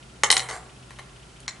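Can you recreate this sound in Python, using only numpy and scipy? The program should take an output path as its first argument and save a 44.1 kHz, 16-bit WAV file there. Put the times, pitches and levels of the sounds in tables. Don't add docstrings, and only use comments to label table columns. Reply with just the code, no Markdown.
import sys
import numpy as np
from scipy import signal
from scipy.fft import rfft, irfft, next_fast_len
from scipy.io import wavfile
from scipy.ndimage import uniform_filter1d

SR = 44100
rng = np.random.default_rng(int(sys.argv[2]) if len(sys.argv) > 2 else 0)


def store_pcm(level_fs):
    pcm = np.round(np.clip(level_fs, -1, 1) * 32767).astype(np.int16)
    wavfile.write(sys.argv[1], SR, np.atleast_2d(pcm).T)


def magnitude_from_level(level_db):
    exponent = np.asarray(level_db, float) / 20
    return 10 ** exponent


N = 70560

BROAD_FILL_DB = [-11, -15.5, -14, -14, -14, -11]


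def unit(x):
    return x / np.sqrt(np.mean(x ** 2) + 1e-20)


def along(points, hz):
    f, v = np.transpose(points)
    return np.interp(np.log(hz + 1), np.log(f + 1), v)


def filtered(x, response):
    size = next_fast_len(N + SR // 2)
    hz = np.fft.rfftfreq(size, 1 / SR)
    return irfft(rfft(x, size) * response(hz), size)[..., :N]


def peak(f, hz, width_hz):
    damping = 1j * f * width_hz
    return damping / (hz * hz - f * f + damping)


def pin():
    # start_s, level_db, chatter_t60_s (time to fall 60 dB)
    flat_hits = [
        (.2348, -0.5, 0.048),
        (.2435, -15.5, 0.08),
        (.2645, -44, 0.016),
        (.4877, -22.5, 0.089),
        (.5015, -25, 0.021),
        (.5112, -21.5, 0.01),
    ]
    end_hits = [
        (.3028, 2, 0.051),
        (.3262, -3.5, 0.028),
        (.3672, -4.5, 0.034),
        (.3945, -13, 0.012),
        (.4025, -17, 0.03),
        (.496, -27, 0.0093),
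    ]
    coil_hits = [
        (.3138, -2, 0.035),
        (.3405, -22, 0.026),
        (.378, -14.5, .05),
        (1.403, -37, 0.012),
    ]
    grip_hits = [
        (1.4795, -15.5, 0.059),
        (1.490, -30, 0.032),
    ]
    tap_hits = [
        (.9065, -31.5, 0.085),
        (.9875, -30, 0.087),
        (.9925, -26.5, .05),
        (.998, -35.5, 0.065),
    ]
    # pitch_hz, width_hz, level_db
    flat_peaks = [(497, 70, -3), (850, 150, 2.5), (1195, 176, 0), (1460, 160, 1.5), (2014, 183, 8.5),
                  (2994, 116, 2.5), (3920, 740, -10), (4970, 150, -24), (5250, 350, -2.5), (6430, 180, 4.5),
                  (7700, 180, -3), (9050, 190, -8), (10700, 280, -45)]
    end_peaks = [(490, 210, -23.5), (742, 73, -11.5), (1110, 170, -26), (2024, 160, -0.5),
                 (3055, 164, -3.5), (4084, 150, 2.5), (5120, 387, -14), (6160, 690, -9.5), (7790, 160, -11),
                 (9100, 230, -27), (9700, 190, -33)]
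    coil_peaks = [(1075, 210, -6.5), (2120, 180, -16), (3270, 540, -10.5), (4340, 140, 0), (5500, 370, -15),
                  (6870, 630, -3.5), (7530, 270, -7), (8870, 250, 3.5), (9660, 600, -11),
                  (10700, 170, -0.5)]
    grip_peaks = [(1270, 780, -4), (2160, 230, 8.5), (3280, 400, -7), (4190, 335, 7.5), (5720, 820, 1),
                  (6970, 220, 4), (7850, 230, -10), (10700, 650, -26)]
    tap_peaks = [(504, 220, -1.5), (810, 200, -0.5), (1100, 310, 0.5), (1944, 290, 6), (3000, 300, -4),
                 (4170, 220, -1), (6000, 260, -12), (11000, 350, -8.5)]
    kinds = [(flat_hits, flat_peaks), (end_hits, end_peaks), (coil_hits, coil_peaks),
             (grip_hits, grip_peaks), (tap_hits, tap_peaks)]
    parts = [body(blows(hits), peaks, fill_db) for (hits, peaks), fill_db in zip(kinds, BROAD_FILL_DB)]
    parts += [slide(), coil()]
    return sum(part + room(part) for part in parts)


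def blows(hits):
    blow_db, chatter_db, grit_db = 15, -8, 1.5
    rise_s, pan_db = 0.00084, 1.45
    sides = magnitude_from_level([[pan_db / 2], [-pan_db / 2]])
    track = np.zeros((2, N))
    t = np.arange(SR // 8) / SR
    for start_s, level_db, t60_s in hits:
        rough = magnitude_from_level(grit_db * unit(uniform_filter1d(rng.standard_normal(len(t)), 40)))
        fade = (1 - np.exp(-t / rise_s)) * magnitude_from_level(chatter_db - 60 * t / t60_s)
        force = fade * rough * rng.standard_normal(len(t))
        force[8] += magnitude_from_level(blow_db)
        part = track[:, round(start_s * SR):][:, :len(t)]
        part += magnitude_from_level(level_db) * sides * force[:part.shape[1]]
    return track


def body(force, peaks, fill_db):
    narrowest_hz, widen = 220, 1.55

    def response(f):
        total = 0
        for k, (hz, width_hz, level_db) in enumerate(peaks):
            width_hz = widen * max(width_hz, narrowest_hz)
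            total = total + (-1) ** k * magnitude_from_level(level_db) * peak(f, hz, width_hz) ** 2
        total = total + magnitude_from_level(fill_db) * peak(f, 2360, 7200)
        return total / np.sqrt(np.mean(np.abs(total[f < 11000]) ** 2))
    return filtered(force, response)


def slide():
    # time_s, level_db
    rubbing = [
        (0.484, -50),
        (0.492, -28.5),
        (0.57, -35),
        (0.632, -60),
        (0.64, -90),
    ]
    # pitch_hz, width_hz, level_db
    rub_peaks = [(472, 170, 0), (800, 160, 5), (1170, 162, 0), (1560, 110, 5), (2140, 170, -2),
                 (3100, 230, -24), (3880, 230, -19), (4660, 115, -2), (6000, 190, -15), (7150, 210, -3),
                 (8460, 200, -2), (11100, 780, -11.5)]
    rub_db, grit_db = -2.5, 3.5
    s, db = np.transpose(rubbing)
    t = np.arange(N) / SR
    grit = magnitude_from_level(grit_db * unit(uniform_filter1d(rng.standard_normal(N), 90)))
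    force = unit(grit * rng.standard_normal(N)) * magnitude_from_level(np.interp(t, s, db) + rub_db)
    force = force * (t > s[0]) * (t < s[-1])
    return body(np.array([force, force]), rub_peaks, BROAD_FILL_DB[-1])


def coil():
    # start_s, pitch_hz, level_db, t60_s
    rings = [
        (0.24, 6880, -7, 0.02),
        (0.32, 8490, -20, 0.14),
        (0.42, 6880, -29, 0.021),
        (.3775, 6900, -12.5, 0.025),
        (1.4914, 7600, -28, 0.027),
        (0.234, 3084, -12.5, 0.04),
        (.535, 7600, -44, 0.31),
        (.33, 760, -32.5, 0.57),
    ]
    rise_s, wander = 0.002, 0.04
    track = np.zeros(N)
    t = np.arange(SR // 8) / SR
    for start_s, hz, level_db, t60_s in rings:
        drift = wander * np.cumsum(rng.standard_normal(len(t)))
        fade = magnitude_from_level(level_db - 60 * t / t60_s) * (1 - np.exp(-t / rise_s))
        part = track[round(start_s * SR):][:len(t)]
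        part += (fade * np.sin(2 * np.pi * hz * t + drift))[:len(part)]
    return np.array([track, track])


def room(x):
    # pitch_hz, t60_s
    tail_times = [(200, 1), (800, 0.65), (2000, 0.46), (5000, 0.18), (11000, 0.41)]
    # delay_s, level_db
    walls = [(.0035, -29), (.0095, -11), (.014, -19), (.021, -28), (.029, -17.5)]
    tail_db, build_up_s, alike = -9, 0.0049, 0.84
    hz, t, grid = signal.stft(rng.standard_normal((2, SR // 2)), SR, nperseg=256)
    fade = magnitude_from_level(-60 * t / along(tail_times, hz)[:, None])
    a, b = signal.istft(grid * fade, SR, nperseg=256)[1]
    turn = np.arccos(alike) / 2
    middle, side = np.cos(turn) * a, np.sin(turn) * b
    tail = np.array([middle + side, middle - side])
    tail = tail * (1 - np.exp(-np.arange(len(a)) / SR / build_up_s))
    tail = magnitude_from_level(tail_db) * tail / np.linalg.norm(tail[0])
    skews = rng.integers(-6, 7, len(walls))
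    for (delay_s, level_db), skew in zip(walls, skews):
        at = round(delay_s * SR)
        tail[[0, 1], [at + skew, at - skew]] += magnitude_from_level(level_db)
    return signal.fftconvolve(x.mean(0)[None], tail, axes=1)[:, :N]


def fan():
    return fan_air() + fan_hum() + fan_tick()


def fan_air():
    # pitch_hz, level_db (per Hz)
    air_color = [(12, -23), (20, -38), (128, -2), (229, -4), (370, -10), (645, -9.5), (3000, -17.5),
                 (8900, -23), (11300, -26.5), (14700, -64), (22000, -120)]
    # pitch_hz, likeness (1 = same)
    likeness = [(60, 0.98), (220, 0.87), (810, 0.043), (3000, 0.13), (11100, 0.89)]

    def spread(hz):
        turn = np.arccos(np.clip(along(likeness, hz), -1, 1)) / 2
        return np.array([np.cos(turn), np.sin(turn)])
    middle, side = filtered(rng.standard_normal((2, N)), spread)
    noise = np.array([middle + side, middle - side])
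    air = filtered(noise, lambda hz: magnitude_from_level(along(air_color, hz)))
    air = air / np.std(filtered(air, lambda hz: hz > 200))
    return magnitude_from_level(-51) * air


def fan_hum():
    # pitch_hz, width_hz, level_db (rms)
    hum_bands = [(56.6, 14, -54.5), (125.1, 9.2, -53), (166.9, 4.8, -72), (376.5, 59, -63.5),
                 (1377, 75, -66)]
    hum = 0
    for hz, width_hz, level_db in hum_bands:
        band = unit(filtered(rng.standard_normal(N), lambda f: peak(f, hz, width_hz) ** 2))
        loudness = np.abs(signal.hilbert(band))
        hum = hum + magnitude_from_level(level_db) * unit(band / (1.2 + loudness))
    return hum


def fan_tick():
    # pitch_hz, width_hz, level_db
    tick_bands = [(2660, 300, -7), (3020, 430, 2)]
    first_s, ticks_per_s = 0.0245, 29.97
    tick_db, weak_db, uneven_db, t60_s = -47, -5, 2.3, 0.064
    turns = (np.arange(N) / SR - first_s) * ticks_per_s
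    count = np.floor(turns).astype(int)
    size_db = uneven_db * rng.standard_normal(64)[count + 2] + weak_db * (count % 2)

    def color(f):
        return sum(magnitude_from_level(level_db) * peak(f, hz, width_hz) for hz, width_hz, level_db in tick_bands)
    buzz = unit(filtered(rng.standard_normal(N), color))
    since_s = turns % 1 / ticks_per_s
    return magnitude_from_level(tick_db + size_db - 60 * since_s / t60_s) * (1 - np.exp(-since_s / 0.004)) * buzz


def scene():
    return fan() + pin()


def low_pass(x):
    return signal.sosfilt(signal.butter(12, 11660, fs=SR, output="sos"), x)


def record(dry):
    # start_s, end_s
    dull_times = [
        (.229, .2325),
        (.2935, .2995),
        (1.468, 1.474),
    ]
    top_hz, top_width_hz = 11200, 160
    dull_above_hz, dull_db = 2380, -35
    x = dry / (1 + np.abs(dry / 0.86) ** 8) ** (1 / 8)
    x = filtered(x, lambda hz: 1 / (1 + np.exp(np.clip((hz - top_hz) / top_width_hz * 2, -40, 40))))
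    t = np.arange(N) / SR
    dull = sum(np.where((t > start) & (t < end), 1.0, 0.0) for start, end in dull_times)
    dull = uniform_filter1d(dull, size=40)
    treble = filtered(x, lambda hz: 1 / (1 + (dull_above_hz / (hz + 1)) ** 8))
    return low_pass(x - dull * (1 - magnitude_from_level(dull_db)) * treble)


dry = scene()
out = record(dry)
store_pcm(out)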